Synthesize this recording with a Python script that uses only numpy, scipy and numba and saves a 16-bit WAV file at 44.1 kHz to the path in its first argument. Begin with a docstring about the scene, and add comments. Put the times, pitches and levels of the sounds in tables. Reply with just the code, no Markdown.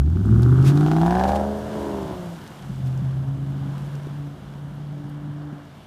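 """On an open asphalt lot, an SUV with a cross-plane V8 pulls hard away from a phone behind it, lifts off,
burbles, shifts up and drives off. The exhaust is a set of wavering tones plus one pulse per firing that rings
the muffler and pipes, with the two banks firing unevenly. The tyres are shaped noise that rumbles, roars,
hisses and scuffs; flicked grit ticks, and wheels crossing seams thump."""
import sys
import numpy as np
from scipy import signal
from scipy.fft import rfft, irfft
from scipy.io import wavfile
from scipy.ndimage import uniform_filter1d
from numba import njit

SR = 44100
rng = np.random.default_rng(int(sys.argv[2]) if len(sys.argv) > 2 else 0)


def master_out(mix):
    """Clip the mix to full scale and print it as 16-bit PCM to the path in sys.argv[1]."""
    frames = np.transpose(np.atleast_2d(mix))
    ceiling = np.clip(frames, -1, 1)
    pcm = np.round(ceiling * 32767).astype(np.int16)
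    wavfile.write(sys.argv[1], SR, pcm)


N = 258426  # length in samples

# Steady tones of the exhaust: the firing tone, its octave and two beats between the banks.
# Each row: pitch as a multiple of the firing rate, phase in radians.
EXHAUST_TONES = [(1, 0.), (2, -1.), (3 / 8, -2.), (5 / 8, 3.1)]


def undb(db):
    """Turn dB into a gain."""
    return 10 ** (np.asarray(db) / 20)


def unit(x):
    """Scale a sound to an rms of 1."""
    return x / np.sqrt(np.mean(x ** 2))


def curves(table):
    """Draw straight lines between the rows of a table; its first column is the time in seconds."""
    seconds, *columns = np.transpose(table)
    t = np.arange(N) / SR
    return [np.interp(t, seconds, column) for column in columns]


@njit
def svf(x, hz, width):
    """State-variable band-pass filter: lets through a band around hz, with gain 1 at its centre."""
    out, band, low = np.empty(len(x)), 0., 0.
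    g, k = np.tan(np.pi * hz / SR), width / hz
    for i in range(len(x)):
        v = (band + g * (x[i] - low)) / (1 + g * (g + k))
        band = 2 * v - band
        low += 2 * g * v
        out[i] = k * v
    return out


def walk(rate):
    """A slowly wandering curve: random levels held for 1 / rate seconds, smoothed twice, spread near 1."""
    hold = int(SR / rate)
    steps = np.repeat(rng.standard_normal(N // hold + 1), hold)
    return 1.3 * uniform_filter1d(uniform_filter1d(steps, hold), hold)[:N]


def noise(shape, flicker_db):
    """Noise with a given spectrum, in five overlapping octave slices that each flicker on their own."""
    f = np.arange(N // 2 + 1) * SR / N + 1
    hz, db = np.transpose(shape)
    gain = undb(np.interp(np.log(f), np.log(hz), db, -80, -80))
    full = rfft(rng.standard_normal(N)) * gain
    octave = np.log2(f / hz[0])
    total = np.zeros(N)
    for k in range(5):
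        weight = np.clip(1 - np.abs(octave - k), 0, 1)
        total += irfft(full * weight, N) * undb(flicker_db * walk(8))
    return unit(total)


def road(tone_db):
    """Rolling tyres make rumble, roar and hiss; scuffs add bright bursts and fine grit crackles in the hiss."""
    # Tyre loudness. Each row: time in seconds, roar in dB, tread hiss in dB before crackle and treble change.
    tyre_levels = [(0, -52.5, -67.5), (.3, -44.5, -60.5), (.7, -38, -53.5), (1.0, -38, -52),
                   (1.2, -31.5, -49.5), (1.35, -34, -51), (1.5, -41.5, -53), (1.8, -38.5, -50.5),
                   (2.2, -43, -51.5), (2.8, -46.5, -55), (3.35, -47, -57.5), (3.9, -45, -53),
                   (4.4, -49, -56.5), (4.9, -48.5, -57.5), (5.5, -47.5, -58), (5.86, -52, -56)]
    # Relative spectra of the three noises. Each row: frequency in Hz, level in dB per Hz.
    rumble_shape = [(30, -33), (48, -10), (60, -7), (90, -7.5), (130, -1), (190, -2.5), (260, -14),
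                    (380, -17)]
    roar_shape = [(250, 2.5), (400, 2), (550, 0), (750, 0.5), (950, -1.5), (1200, -4.5), (1650, -6),
                  (2000, -18), (2600, -36.5)]
    hiss_shape = [(1180, -9.5), (2000, -1), (2290, -0.5), (2530, -4.5), (2850, 1), (3320, 0.5),
                  (4160, -5.5), (13100, -15.5), (15000, -18)]
    # Tyre scuffs. Each row: time of the middle in seconds, rms level there in dB, half width in seconds.
    scuff_times = [(.43, -57, 0.032), (0.679, -34.5, 0.021), (1.29, -42, 0.011), (1.36, -41.5, 0.0084),
                   (2.17, -65, 0.011), (2.87, -53, 0.014)]
    t = np.arange(N) / SR
    roar_db, hiss_db = curves(tyre_levels)

    # the body rumble follows the firing tone slowly and in part, and fades by 0.95 dB per second
    slow_tone_db = uniform_filter1d(tone_db, int(0.54 * SR))
    rumble_db = -15 + 0.6 * slow_tone_db - 0.95 * t

    specks = (rng.random(N) < 300 / SR) * rng.standard_normal(N)  # about 300 per second
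    crackle = 0.22 * unit(svf(specks, 4500.0, 8000.))
    hiss = noise(hiss_shape, .7) + crackle

    # distance dulls the hiss above the knee
    knee_hz, treble_db, treble_db_per_doubling, doubling_s = 5100, 7.5, -5.5, 1.67
    low = signal.sosfilt(signal.butter(2, knee_hz, fs=SR, output="sos"), hiss)
    treble_gain = undb(treble_db + treble_db_per_doubling * np.log2(1 + t / doubling_s))
    hiss = low + treble_gain * (hiss - low)

    scuff = sum(undb(db) * np.exp(-.5 * ((t - s) / w) ** 2) for s, db, w in scuff_times)
    bright = unit(svf(rng.standard_normal(N), 2100.0, 3400.0))
    rumble = undb(rumble_db) * noise(rumble_shape, 2.5)
    roar = undb(roar_db) * noise(roar_shape, 1.2)
    return rumble + roar + undb(hiss_db) * hiss + scuff * bright


def grit(decay_s=0.0026):
    """Each flicked stone is a short noisy tick: a dying burst of noise through a band-pass."""
    # Flicked stones. 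Each row: start in seconds, peak level in dB, pitch in Hz.
    stones = [(0.257, -43, 8000), (0.421, -35, 7000), (0.431, -30, 4070), (0.626, -36, 5050),
              (0.7574, -40, 5900), (0.774, -28.5, 3870), (0.8066, -39, 7000), (0.8752, -33, 4000),
              (2.0288, -41, 3994), (2.36, -45, 4000), (2.44, -42, 4000), (2.4764, -38, 5930),
              (2.6224, -40, 4080), (2.9755, -43, 6030), (3.7805, -38, 3520), (3.9532, -41, 5940),
              (4.752, -52, 12000), (5.0964, -46, 10980)]
    length = 500  # samples per tick
    out, t = np.zeros(N + length), np.arange(length) / SR
    for s, db, hz in stones:
        burst = rng.standard_normal(length) * np.exp(-t / decay_s)
        tick = svf(burst, 1. * hz, 0.6 * hz)
        start = int(s * SR)
        out[start:start + length] += undb(db) * tick / np.abs(tick).max()
    return out[:N]


def thumps():
    """A wheel going over a seam shakes the suspension: a low tone that swells and dies within a few cycles."""
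    # Seams. Each row: time of the middle in seconds, peak level in dB, pitch in Hz, half length in cycles.
    seams = [(2.701, -26, 182, 1.38), (3.024, -18.5, 161.5, 0.89), (4.072, -21.5, 262.7, 0.26),
             (5.282, -28, 200, 0.5), (5.53, -24, 230, 0.52)]
    t = np.arange(N) / SR
    out = np.zeros(N)
    for s, db, hz, cycles in seams:
        envelope = np.exp(-.5 * ((t - s) * hz / cycles) ** 2)
        out -= undb(db) * envelope * np.cos(2 * np.pi * hz * (t - s))
    return out


def swell(hz, best_hz, octaves, depth_db):
    """Level in dB below the top of a swell: 6 dB down at the given octaves away, at most depth_db down."""
    return -np.minimum(6 * (np.log2(hz / best_hz) / octaves) ** 2, depth_db)


def by_throttle(pull_db, overrun_db, second_db, burble_db=0):
    """A level that passes from pulling to overrun, drops for the shift and returns in second gear."""
    lift_s, lift_takes_s = 1.352, 0.26
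    burble_s, burble_lasts_s, burble_edge_s = 1.725, 0.395, 0.063
    shift_s, shift_takes_s = 2.335, .025
    second_s, second_takes_s = 2.54, .25
    t = np.arange(N) / SR

    def ramp(start_s, takes_s):
        """Rises from 0 to 1."""
        return np.clip((t - start_s) / takes_s, 0, 1)

    # the overrun fades by 12 dB per second and swells into a burble
    fading_overrun_db = overrun_db - 12 * (t - lift_s)
    burble = ramp(burble_s, burble_edge_s) - ramp(burble_s + burble_lasts_s, burble_edge_s)
    db = pull_db + ramp(lift_s, lift_takes_s) * (fading_overrun_db - pull_db) + burble * burble_db
    # the shift takes the level to -65 dB
    db = db + ramp(shift_s, shift_takes_s) * (-65 - db)
    # second gear fades by 1.5 dB per second
    fading_second_db = second_db - 1.5 * (t - second_s)
    return db + ramp(second_s, second_takes_s) * (fading_second_db - db)


def tones(turns, levels_db):
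    """Clean exhaust tones locked to the crank; combustion makes each waver a little."""
    out = np.zeros(N)
    for (multiple, phase), db in zip(EXHAUST_TONES, levels_db):
        level = np.sqrt(2) * undb(db + 0.95 * walk(30.4))
        out += level * np.cos(2 * np.pi * multiple * turns + phase)
    return out


def rasp(turns, firing_hz):
    """One pulse per firing, sized by bank and cylinder, rings muffler, pipes and wall; gas cracks after it."""
    # Loudness of chest boom, muffler throb, pipe howl, tailpipe rasp, pipe overtone, pipe-wall knock,
    # tailpipe bark and gas crack. Each row: firing rate where it is loudest in Hz, half width in octaves,
    # greatest drop away from it in dB, rms level in dB at that rate when pulling, at the start of the overrun
    # and at the start of second gear, dB added in the burble.
    layer_levels = [(137, 0.86, 12, -34.5, -55, -48.5, 3), (132, 0.33, 12, -25.5, -39, -58, 11.5),
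                    (204.1, 0.14, 38, -26.5, -33, -54.5, 3), (189.2, 0.24, 31, -25, -54, -67, 9),
                    (181, 0.16, 30, -31.5, -45, -76, 10), (138.7, 0.45, 14, -40, -56, -64.5, 4),
                    (183, 0.11, 29, -38, -68, -72, 2), (176, 0.22, 18, -51, -77, -72, 9)]
    # Resonances of the first seven layers. Each row: frequency in Hz, width in Hz,
    # share of the bank-against-bank beat from 0 to 1, share of the even pulse kept from 0 to 1.
    resonances = [(204, 113.5, 0.1, 0.06), (325.8, 112.5, 0.19, 0.37), (617.2, 205.7, 0.96, 0.68),
                  (747, 142, 0, 0.5), (918, 268, 0.47, 0.3), (1297, 434, 0.01, 0.44),
                  (1630, 320, 0.03, 0.35)]
    # Turbulence shifts each pulse, most in the pipe-wall knock, next in the tailpipe rasp:
    # one spread in ms per resonance.
    jitters_ms = [.04, .04, .04, .1, .05, .3, .06]
    # Which bank fires, in firing order: -1 or 1 for each of the eight firings.
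    bank = np.array([-1, -1, 1, -1, 1, 1, -1, 1])
    # Uneven cylinders, changing with revs. Each row: time in seconds, dB of each of the eight in firing
    # order; for the pulses only their size against the average of the eight counts.
    cylinder_levels = [(.5, -3, -1, -6, -8, -4, 0, -9, -3), (.95, -8, -11, -6, -14, 0, -5, -14, -1),
                       (1.25, -5, -9, -4, -11, -4, -5, -9, 0)]
    # Crack strength of the eight firings in dB; two neighbouring ones of the near bank crack hardest.
    crack_strengths = [-14, -16, -14, -18, 0, -4, -18, -8]

    pulse_lag = .35  # firings from the crest of the tone to the pulse
    count = np.floor(turns - pulse_lag).astype(int)
    at = np.flatnonzero(np.diff(count)) + 1  # sample of each pulse
    slot = count[at] % 8  # its place in the firing order
    gains = undb(np.array(curves(cylinder_levels))[:, at])
    cylinder = gains[slot, np.arange(len(at))] / gains.mean(axis=0)
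    scatter = undb(1.2 * rng.standard_normal(len(at)))  # pulse sizes vary by about 1.2 dB

    layers_db = []
    for best_hz, octaves, depth_db, pull_db, *rest in layer_levels:
        pulling_db = pull_db + swell(firing_hz, best_hz, octaves, depth_db)
        layers_db.append(by_throttle(pulling_db, *rest))
    *ring_db, crack_db = layers_db

    out = np.zeros(N)
    for (hz, width, beat, even), jitter_ms, db in zip(resonances, jitters_ms, ring_db):
        # a narrow resonance builds up late, so its pulses start earlier
        shift_s = jitter_ms / 1000 * rng.standard_normal(len(at)) - .5 / width
        shifted = np.clip(at + (shift_s * SR).astype(int), 0, N - 1)
        # what differs between firings makes the in-between orders, what they share makes the firing harmonics
        uneven = beat * bank[slot] + (1 - beat) * (cylinder - 1)
        pulses = np.zeros(N)
        pulses[shifted] = -scatter * (uneven + even)
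        edges = [hz - width / 2, hz + width / 2]
        band = signal.butter(3, edges, "bandpass", fs=SR, output="sos")
        out += undb(db) * unit(signal.sosfilt(band, pulses))

    puffs = np.zeros(N)
    puffs[at] = undb(crack_strengths)[slot] * scatter ** 2
    # the steep front of the strongest blows is a clean click, 5 dB above the layer's level
    front = unit(svf(svf(puffs, 1900., 2400.), 1900., 3200.))
    out -= undb(crack_db + 5) * front
    # the gas behind it is noise that dies away with a time constant of 1.6 ms
    gas = signal.lfilter([1], [1, -np.exp(-1 / (.0016 * SR))], puffs)
    gas_noise = svf(rng.standard_normal(N), 2700., 2600.)
    return out + undb(crack_db) * unit(gas * gas_noise)


def exhaust(firing_hz, tone_db, octave_db):
    """Tones and pulses share one crank; the bank beats swell as they cross a resonance of the body."""
    # The beats at 3/8 and 5/8 of the firing rate. 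Each row: rms level in dB when pulling (on the
    # resonance), at the start of the overrun and of second gear; the swell then lowers all of them.
    beat_levels = [(-28.5, -35.5, -39), (-21.5, -48, -38)]
    body_hz, body_octaves, body_depth_db = 72.8, 0.2, 21
    turns = np.cumsum(firing_hz) / SR  # firings so far
    beats_db = []
    for (multiple, _), levels in zip(EXHAUST_TONES[2:], beat_levels):
        body_db = swell(multiple * firing_hz, body_hz, body_octaves, body_depth_db)
        beats_db.append(by_throttle(*levels) + body_db)
    return tones(turns, [tone_db, octave_db, *beats_db]) + rasp(turns, firing_hz)


def scene():
    """Tyres, grit, suspension and exhaust as heard from behind the car."""
    # The engine over time. Each row: time in seconds, firing rate in Hz,
    # rms level of the firing tone in dB and of its octave in dB, both before their wavering.
    engine = [(0, 64.6, -15, -19.5), (.11, 81.82, -18.5, -32), (.22, 99.4, -20.5, -31.5),
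              (.33, 113.1, -14.5, -26), (.44, 121.2, -14, -29.5), (.66, 135.6, -12.5, -24),
              (.77, 146, -16.5, -20.5), (.99, 162, -18, -24.5), (1.15, 182.7, -22, -27),
              (1.32, 201.4, -28.5, -42.5), (1.5, 209.9, -28, -32.5), (1.65, 211.1, -38, -40),
              (1.76, 214.2, -32.5, -35), (1.87, 209, -38.5, -34), (1.98, 199.8, -31, -32),
              (2.09, 188.3, -43, -40), (2.2, 179.1, -32.5, -38.5), (2.338, 167.7, -32, -47),
              (2.36, 166.3, -43.5, -73), (2.58, 145.7, -48.5, -71), (2.66, 136.5, -38, -75),
              (2.75, 132.6, -31, -79), (2.88, 129.9, -23.5, -42), (3.14, 133.1, -24.5, -50),
              (3.28, 136, -25, -39), (3.7, 139.6, -28.5, -38), (3.86, 141.3, -30.5, -84),
              (4.1, 144.3, -31, -48.5), (4.26, 143.3, -32.5, -39.5), (4.45, 141.3, -42, -54),
              (4.62, 143, -34, -48.5), (4.84, 146.1, -32, -52.5), (4.96, 145, -33.5, -40.5),
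              (5.52, 147.5, -34, -38.5), (5.6, 144.5, -43.5, -45), (5.86, 142.2, -56, -65)]
    firing_hz, tone_db, octave_db = curves(engine)
    mix = road(tone_db) + grit() + thumps() + exhaust(firing_hz, tone_db, octave_db)
    return mix[None, :]


def record(dry):
    """The phone cuts the top steeply, above 15300 Hz."""
    return signal.sosfilt(signal.ellip(14, .2, 60, 15300, fs=SR, output="sos"), dry)


dry = scene()
out = record(dry)
master_out(out)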